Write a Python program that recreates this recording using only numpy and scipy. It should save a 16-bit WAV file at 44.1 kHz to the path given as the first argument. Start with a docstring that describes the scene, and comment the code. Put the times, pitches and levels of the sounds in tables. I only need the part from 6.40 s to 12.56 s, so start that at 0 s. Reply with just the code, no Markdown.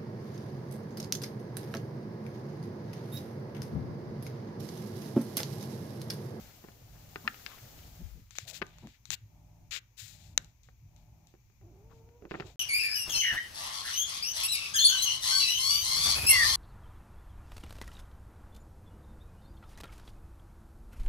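"""A quiet room where kittens play on a rug, heard through a hand-held camera with two microphone ports.
From the start a palm slides on the case, hissing and rubbing for two seconds, and slips make the case knock.
A far appliance hums and its motor runs in a steady beat; soft thuds, filtered noise bursts, begin within a second.
Then skin ticks and scuffs beside the left port: sharp releases ring its cavity and dense slips hiss.
Near the end one faint harmonic squeak dips and rises, and knocks in quick succession make the case creak."""
import sys
import numpy as np
from scipy import signal
from scipy.fft import rfft, irfft, next_fast_len
from scipy.io import wavfile

SR = 44100
rng = np.random.default_rng(int(sys.argv[2]) if len(sys.argv) > 2 else 0)


def store_pcm(level_fs):
    """Save levels as 16-bit WAV."""
    pcm = np.round(np.clip(level_fs, -1, 1) * 32767).astype(np.int16)
    wavfile.write(sys.argv[1], SR, np.atleast_2d(pcm).T)


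N = 271587
TIME = np.arange(N) / SR
LONG = next_fast_len(N, real=True)

# strength of the palm's slide: t/s, reference level/dB
PALM_SLIDE = [(0.0, -60.5), (0.38, -69), (0.612, -66), (1.042, -59.5), (1.48, -62.5), (1.72, -67.5),
              (1.9, -77.5)]
PALM_OFF_S = 1.93  # the rub and the catches end, the last hiss begins to fade
# a fingertip ticks at the left port, then slides on briefly:
# t/s, tick level/dB, tilt/(dB per octave), slide level/dB, right port gain/dB
FINGER_TOUCHES = [(1.9085, -20.5, 4, -54, -26.5), (1.954, -19.5, 2, -45.5, -20),
                  (1.9855, -0.5, 2, -48, -10.5), (2.267, -28.5, 5.5, -66, -10), (2.385, -23, 0, -64.5, -7),
                  (2.4719, -20.5, -1, -60, -4.5), (2.6552, -21, 7.5, -55.5, -17), (2.7052, -1, 6, -60, -22),
                  (3.3097, -24, 9.5, -54, -16), (3.978, 11.5, 4.5, -57.5, -22),
                  (4.046, -33.5, 10, -65, -10), (4.234, -46.5, 15, -64, -18), (4.5637, -36, 6, -66.5, -16),
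                  (4.8715, -41, 11.5, -68, -5)]


def amp(db):
    """Level law: decibels to an amplitude ratio."""
    return np.exp(np.asarray(db) * (np.log(10) / 20))


def unit(x):
    """Normalisation to a root mean square of one."""
    return x / np.sqrt(np.mean(x ** 2) + 1e-24)


def read(points, hz):
    """Linear interpolation of a spectrum on a logarithmic frequency axis."""
    f, value = np.transpose(points)
    return np.interp(np.log(hz + 1), np.log(f + 1), value)


def add(mix, s, sound):
    """Superposition: a two-channel sound is summed into the mix at time s."""
    part = mix[:, max(round(s * SR), 0):][:, :sound.shape[1]]
    part += sound[:, :part.shape[1]]


def drift(size, rate_hz):
    """Slow random modulation: straight lines join independent normal values, for an rms of about one."""
    steps = np.arange(size) * 2 * rate_hz / SR
    knots = rng.standard_normal(int(steps[-1]) + 2)
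    return np.interp(steps, np.arange(len(knots)), knots) * np.sqrt(3 / 2)


def ports(right_db):
    """Interchannel level difference: gains of the left and right port."""
    return np.array([[1], [amp(right_db)]])


def noise(colour, balance=((1, 0), (2, 0))):
    """Partial coherence: coloured noise, alike at both ports in the bass; their mean has an rms of one."""
    # f/Hz, likeness of left and right (1 = identical)
    likeness = [(60, 0.9), (150, 0.89), (380, 0.29), (950, 0.24), (2380, 0.0067), (5980, 0), (15000, 0.14)]
    f = np.fft.rfftfreq(LONG, 1 / SR)
    a, b = rng.standard_normal((2, 2 * len(f))).view(complex)
    same = np.clip(read(likeness, f), -1, 1)
    lean = amp(read(balance, f) / 2)  # half the level difference goes to each port
    left = a * lean
    right = (same * a + np.sqrt(1 - same ** 2) * b) / lean
    x = irfft(np.array([left, right]) * amp(read(colour, f)), LONG)[:, :N]
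    return x / x.mean(0).std()


def still_room(level_db=-74.5):
    """Stationary random noise: the faint background of the still room."""
    # f/Hz, level/dB
    colour = [(100, -8.5), (220, -6), (450, -8.5), (620, -11), (870, -6.5), (1400, -17), (1950, -15),
              (2350, -7), (3000, -16), (5300, -14.5), (5950, -9), (7000, -12.5), (8500, -31),
              (10300, -25.5), (12300, -14), (15300, -12.5)]
    # f/Hz, left minus right level/dB
    balance = [(60, 0), (120, -10), (240, 0), (480, -3.5), (950, 6.5), (1890, 11), (3770, 6.5),
               (7520, 12.5), (15000, -1.5)]
    return noise(colour, balance) * amp(level_db)


def damped_contacts(rows, sharpness=3.5, skirt=1.1):
    """Forced damped resonance: a brief uneven push excites one broad mode of a padded contact."""
    out = np.zeros((2, N))
    f = np.fft.rfftfreq(SR // 3, 1 / SR) + 1  # kept off zero for the division
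    for s, length, hz, db, right in rows:
        u = np.linspace(0, 1, round(length * SR))
        resonance = (1 + (sharpness * (f / hz - hz / f)) ** 2) ** (-skirt / 2)
        resonance = resonance / (1 + (f / (3 * hz)) ** 2)  # steeper treble loss
        spectrum = rng.standard_normal(2 * len(f)).view(complex) * resonance
        push = np.resize(irfft(spectrum), len(u))
        swell = np.sin(np.pi * u ** 0.67) ** 2
        add(out, s, amp(db) * unit(push * swell) * ports(right))
    return out


def motor(hum_hz=118.3, hum_db=-70, ramp_s=0.12, whirr_db=1, shake_db=4, sway_db=2.0):
    """Periodic load: a far appliance hums on while its motor thumps, whirrs and lifts the low rumble."""
    # tones of the running motor: f/Hz, level/dB
    motor_tones = [(98, 6), (158, 6.5), (600, -9.5), (720, -10.5), (840, -12)]
    # f/Hz, level/dB
    whirr_colour = [(120, -7), (200, 5), (320, 1.5), (480, -13.5), (640, -1), (880, -1), (1100, -12.5),
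                    (2000, -26)]
    # f/Hz, level/dB
    rumble_colour = [(20, -16.5), (35, -6.5), (52, 4), (75, -5), (110, -0.5), (150, -16.5), (210, -18.5),
                     (320, -30.5), (700, -65)]
    first_start_s, beat_s, run_delay_s, run_s = .402, .802, .025, 0.53
    thump_s, thump_hz, thump_db = 0.1, 109.2, -55.5
    run_db, run_fall_db_per_s, rumble_db = -69.5, -0.93, -63.5

    # the wrapped clock has the motor already running when the scene opens
    age = (TIME - first_start_s - run_delay_s) % beat_s
    load = np.clip(np.minimum(age, run_s - age) / ramp_s, 0, 1)
    tones = sum(amp(db) * unit(np.sin(2 * np.pi * hz * TIME + .8 * drift(N, 5.1)))
                for hz, db in motor_tones)
    whirr = amp(whirr_db) * noise(whirr_colour)
    running = load * amp(run_db + run_fall_db_per_s * TIME) * (tones + whirr)
    hum = amp(hum_db) * unit(np.sin(2 * np.pi * hum_hz * TIME + .5 * drift(N, 4)))
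    rumble = noise(rumble_colour) * amp(rumble_db + shake_db * load + sway_db * drift(N, 3.5))
    starts = np.arange(first_start_s, TIME[-1], beat_s)
    thumps = damped_contacts([(s, thump_s, thump_hz, thump_db, 0) for s in starts], sharpness=3.7, skirt=1.7)
    return thumps + running + hum + rumble


def squeak(rasp_db=-4, start_rough=0.055, end_rough=0.0085, flutter_db=2.5):
    """Harmonic series with frequency jitter: the pitch dips, rises and clears over a low scrape."""
    # pitch: t/s, f/Hz
    pitch = [(5.21, 372), (5.3, 346.3), (5.371, 375), (5.42, 430), (5.49, 458), (5.63, 453), (5.9, 502.5)]
    # first three harmonics: level/dB
    harmonics_db = [-1, -11.5, -26.5]
    level_db, fade_db_per_s, attack_s, release_s = -63, -3.5, 0.016, 0.091
    s, hz = np.transpose(pitch)
    rough = np.interp(TIME, [5.35, 5.5], [start_rough, end_rough])
    turns = np.cumsum(np.interp(TIME, s, hz) * (1 + rough * drift(N, 69.7))) / SR
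    tone = sum(amp(part_db) * np.sqrt(2) * np.sin(2 * np.pi * k * turns)
               for k, part_db in enumerate(harmonics_db, 1))
    scrape = noise([(70, 4.0), (150, -3.0), (260, 1.5), (600, -4.5), (950, -11.5),
                    (1400, -19.5), (2500, -28), (8000, -47.5)])  # f/Hz, level/dB
    age = np.maximum(TIME - s[0], 0)
    gate = np.clip(np.minimum(age / attack_s, (s[-1] - TIME) / release_s), 0, 1)
    voice = tone * amp(flutter_db * drift(N, 25)) + amp(rasp_db) * scrape
    return gate * amp(level_db + fade_db_per_s * age) * voice


def thuds():
    """Damped impact: soft thuds and dull rubs, each one broad resonance."""
    # t/s, length/s, centre f/Hz, level/dB, right port gain/dB
    soft_blows = [(.827, 0.12, 210, -54, 1.5), (.838, 0.072, 990, -55, -10), (1.07, 0.13, 1180, -57.5, -17),
                  (1.585, 0.066, 173, -49, -3), (1.591, 0.14, 60.6, -42, -30),
                  (1.686, 0.18, 52.3, -48, -20), (1.728, 0.13, 175, -60.5, -1), (2.04, 0.16, 606, -62, -9),
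                  (2.214, 0.019, 260, -40, 1), (2.42, 0.09, 210, -50, -2), (2.418, 0.057, 760, -65, -6),
                  (2.682, 0.084, 110, -52.5, -12.5), (2.715, 0.049, 850, -63.5, -2),
                  (3.78, 0.32, 85, -58, -1.5), (3.919, .19, 164, -60, -3), (5.492, 0.065, 1070, -63.5, -14),
                  (5.809, 0.096, 377, -59.5, 5), (5.894, 0.27, 364, -60.5, 6.5), (6.009, 0.16, 730, -70, 5),
                  (5.97, 0.23, 52, -61.5, 1)]
    return damped_contacts(soft_blows)


def palm(hiss_db=5, rub_db=-60.5, rub_follows=.5, flutter_db=0.46, rub_flutter_db=1.5):
    """Friction noise: the palm slides unevenly; its dull rub stops as it lifts, its hiss lingers."""
    # f/Hz, level/dB
    hiss_colour = [(500, -11), (1200, -0.5), (2500, -1), (7000, 0.5), (8500, -9), (10000, -10),
                   (12000, -2.5), (15000, 0.5)]
    # f/Hz, level/dB
    rub_colour = [(100, 10), (300, 5.5), (800, 3), (1300, -13), (2500, -14.5), (6000, -31)]
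    # of the hiss: f/Hz, left minus right level/dB
    hiss_balance = [(60, 5.5), (150, -3), (380, -2), (950, 1.5), (2380, 6.5), (5980, 4.5), (15000, 8.5)]
    lift_s, rest_s = 1.4, 3.3  # the pressure begins to ease; the last hiss ends
    slide_db = np.interp(TIME, *np.transpose(PALM_SLIDE))
    moving = np.interp(TIME, [PALM_OFF_S, rest_s], [1, 0])
    pressing = np.interp(TIME, [lift_s, PALM_OFF_S], [1, 0])
    hiss_level_db = slide_db + hiss_db + flutter_db * drift(N, 33.7)
    hiss = noise(hiss_colour, hiss_balance) * amp(hiss_level_db)
    # the rub follows only part of the slide's level changes
    rub_level_db = rub_follows * (slide_db - slide_db.max()) + rub_db + rub_flutter_db * drift(N, 37.56)
    rub = noise(rub_colour) * amp(rub_level_db)
    return moving * hiss + pressing * rub


def catches(low_hz=1200, high_hz=3500, spread_db=2, right_db=-6):
    """Random stick-slip: the palm catches in small dull rubs whose strength follows its slide."""
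    per_s, length_s, level_db = 14, .02, -3.5  # level relative to the slide's reference
    times, slide_db = np.transpose(PALM_SLIDE)
    rows = []
    for u, v, w in rng.random((round(per_s * PALM_OFF_S), 3)):
        s = u * PALM_OFF_S
        hz = low_hz * (high_hz / low_hz) ** v
        db = np.interp(s, times, slide_db) + level_db + spread_db * (2 * w - 1)
        rows.append((s, length_s, hz, db, right_db))
    return damped_contacts(rows)


def room(x, bass_t60=0.27, treble_t60=0.32):
    """Diffuse exponential decay: a small furnished room's tail, weak in treble that dies slightly later."""
    hz, t, z = signal.stft(rng.standard_normal((2, SR // 2)), SR, nperseg=256)
    t60 = read([(300, bass_t60), (8000, treble_t60)], hz)[:, None]
    colour = amp(read([(300, 8.5), (1500, 4), (6000, -14.0)], hz))[:, None]
    decay = np.exp(-np.log(1000) * t / t60)  # 60 dB down after t60
    tail = signal.istft(z * decay * colour, SR)[1]
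    return signal.fftconvolve(x.mean(0)[None], tail / np.linalg.norm(tail[0]), axes=1)[:, :N]


def scuffs(grain_db=1.56, grain_hz=350, lift_s=0.032):
    """Sliding friction: skin moves in dense uneven slips, heard as a short coloured hiss."""
    # t/s, length/s, rise/s, level/dB, change over the stroke/dB, fizz/dB, right port gain/dB
    strokes = [(0.884, 0.12, .01, -57.5, -4.5, -22, -13.5), (1.065, 0.12, .01, -53, -5.5, -26, -12),
               (2.067, 0.062, 0.016, -39.5, 0.5, 0, -33), (2.125, 0.087, 0.04, -30.5, -22.5, -4, -29),
               (2.189, 0.4, .01, -63.5, -0.5, -32, -10), (2.702, 0.053, 0.037, -28.5, 3, -3, -25),
               (3.309, .089, 0.0053, -34.5, 0.5, -17.5, -21.5), (3.567, .22, 0.029, -39.5, -16, 2.5, -25.5),
               (3.741, .22, .11, -46, -21.5, -1.5, -33.5), (5.495, .13, .019, -69, -3.5, -9.5, -12),
               (5.888, .17, 0.015, -57, 0, -28, -17), (6.038, .12, 0.034, -48.5, -18, -12, -22)]
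    # f/Hz, level/dB
    skin_colour = [(200, -24), (900, -20.5), (1500, -6.5), (2400, 0), (3000, 0), (3900, 4), (4900, 0.5),
                   (6000, -0.5), (7200, 4.5), (8600, -9.5), (11000, -10.5), (15000, -6)]
    slide_s, slide_rise_s, slide_fade_db, slide_fizz_db = 0.097, 0.0016, -11.5, -7.5
    out = np.zeros((2, N))
    slides = [(s, slide_s, slide_rise_s, db, slide_fade_db, slide_fizz_db, right)
              for s, _, _, db, right in FINGER_TOUCHES]
    for s, length, rise, db, fade, fizz, right in strokes + slides:
        t = TIME[:round(length * SR)]
        f = np.fft.rfftfreq(len(t), 1 / SR)
        slips = rng.standard_normal((2, len(t))) * amp(grain_db * drift(len(t), grain_hz))
        fizz_share = read([(2500, 0), (7000, 0.45), (10000, 0.76)], f)  # fizz shifts the treble only
        colour_db = read(skin_colour, f) + fizz * fizz_share
        hiss = unit(irfft(rfft(slips) * amp(colour_db), len(t)))
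        press = np.minimum(t / rise, 1) * np.clip((length - t) / min(lift_s, length / 2), 0, 1)
        add(out, s, hiss * press * amp(db + fade * t / length) * ports(right))
    return out


def causal(db):
    """Minimum phase: the impulse with this spectrum whose energy comes earliest."""
    circle = np.concatenate([db, db[-2:0:-1]]) * np.log(10) / 20
    return np.fft.ifft(np.exp(np.conj(signal.hilbert(circle)))).real


def clicks(rows, left_db, right_db, chatter_db, chatter_s, spread_s, lag_s):
    """Impulse excitation with dispersion: a sharp release and dying chatter, coloured on the way to each port."""
    out, f, t = np.zeros((2, N)), np.fft.rfftfreq(2048, 1 / SR), TIME[:2048]
    # bending waves in the case: treble arrives first; lag_s delays the right port
    delay = spread_s / np.sqrt(1 + f / 1000) + np.array([[0], [lag_s]])
    travel = np.exp(-2j * np.pi * np.cumsum(delay, axis=1) * f[1])  # phase integrates group delay
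    for s, body, ring, snap, right in rows:
        force_db = read([(450, body), (1300, ring), (1900, ring), (5000, snap)], f)
        slips = rng.standard_normal(len(t)) * np.exp(-t / chatter_s) * (1 - np.exp(-2 * t / chatter_s))
        slips *= amp(chatter_db) / np.linalg.norm(slips)
        slips[0] += 1  # the sharp release
        paths = np.array([causal(force_db + left_db(f)), causal(force_db + right_db(f) + right)])
        impulses = irfft(rfft(paths) * travel)
        add(out, s - spread_s / 2, signal.fftconvolve(slips[None], impulses, axes=1))
    return out


def ticks(octaves=1.42, hump_db=2):
    """Cavity resonance: released skin rings the left port; the right port hears it through the air."""
    # the left port's cavity: f/Hz, level/dB
    cavity = [(60, -5.5), (400, -7), (1000, -4.5), (2200, 1.5), (3100, -6.5), (3900, 2), (4800, -9.5),
              (6000, 1), (7100, 1), (8400, -20), (10500, -25.5), (15000, -20.5)]
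    through_air = [(350, 1), (800, 7), (1500, 5), (2600, -2),
                   (7000, -10), (10000, -12.5), (15000, -9)]  # f/Hz, level/dB
    # the middle stands hump_db above bass and treble, apart from the tilt
    snaps = [(s, db - octaves * tilt - hump_db, db, db + octaves * tilt - hump_db, right)
             for s, db, tilt, _, right in FINGER_TOUCHES]
    return clicks(snaps, lambda f: read(cavity, f), lambda f: read(through_air, f),
                  chatter_db=-7, chatter_s=0.0008, spread_s=0.0018, lag_s=.0001)


def case_db(f):
    """Modal response: the case's resonances stand on the broad colour of a knock."""
    # f/Hz, level/dB
    knock_colour = [(40, -16), (150, -10.5), (500, -17), (900, -10.5), (1600, -7), (2900, -3), (3600, -6),
                    (5000, 0.5), (7000, -19), (9000, -27), (15000, -25.5)]
    # f/Hz, width/Hz, level above the rest/dB
    modes = [(202, 23, 2), (382, 72, 4.5), (760, 50, 7.5), (1232, 81, 5), (1640, 53, -6), (2020, 96, -0.5),
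             (2630, 320, 3.5)]
    peaks = sum(db / (1 + (2 * (f - hz) / width) ** 2) for hz, width, db in modes)
    return read(knock_colour, f) + peaks


def knocks():
    """Stick-slip excitation of modes: each slip rings the case, duller at the right port; a row creaks."""
    # t/s, slips, body level/dB, ring level/dB, snap level/dB, right port gain/dB
    blows = [(0.2408, 2, 2, -16, -54, -0.5), (.2862, 1, -1.5, -12, -46, 1.5), (0.7587, 1, 4.5, 6, -17.5, 2),
             (0.8769, 1, -12, 19.5, -6, -1), (0.944, 1, -16, -7, -22, -10), (1.0634, 1, -24, 4.5, -4, -8),
             (2.2175, 2, 11.5, 11, -13.5, -5.5), (4.2873, 1, -14, -16, -55.5, 3),
             (4.9396, 1, -10.5, -25.5, -50.5, 6.5), (4.951, 1, -9.5, -27.5, -58, -4),
             (5.213, 1, -21, -26.5, -60, 1), (5.1, 1, -26, -32, -51.5, 3), (5.69, 1, -13.5, -26.5, -44, -7),
             (5.823, 1, -4.5, -23, -44.5, 2.5), (5.8529, 1, -0.5, -13, -40.5, 6.5),
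             (5.911, 2, 7.5, 1, -23, 3), (5.9412, 3, 4.5, 1, -42, 3), (5.9995, 2, 8, 1, -17.5, 2),
             (6.023, 1, -18, -3.5, -50, 2)]
    # what the right port keeps of a knock: f/Hz, level/dB
    far_side = [(100, -1.5), (450, 8.5), (850, -5), (1800, -5.5), (2800, -19.5), (5000, -20.5),
                (15000, -13.5)]
    slip_gap_s, slip_loss_db = .0059, -0.16  # from one slip to the next
    slips = [(s + k * slip_gap_s, *(np.array(colour) + k * slip_loss_db), right)
             for s, count, *colour, right in blows for k in range(round(count))]
    return clicks(slips, case_db, lambda f: case_db(f) + read(far_side, f),
                  chatter_db=-3.5, chatter_s=0.0031, spread_s=.0015, lag_s=0)


def scene():
    """Superposition: handling close by, the room and its murmur of machinery behind."""
    knock, tick, scuff = knocks(), ticks(), scuffs()
    echo = room(amp(-21.0) * knock + amp(-25.5) * tick + amp(-19) * scuff) * ports(0.5)
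    background = still_room() + motor() + squeak() + thuds()
    handling = palm() + catches() + scuff + tick + knock
    return background + echo + handling


def record(dry):
    """Hard clipping just under full scale, then band limiting by a linear-phase low-pass."""
    low_pass = signal.firwin(511, 15600, window=("kaiser", 8), fs=SR)  # edge in Hz
    return signal.oaconvolve(np.clip(dry, -.9, .9), low_pass[None], "same")


dry = scene()
out = record(dry)
store_pcm(out)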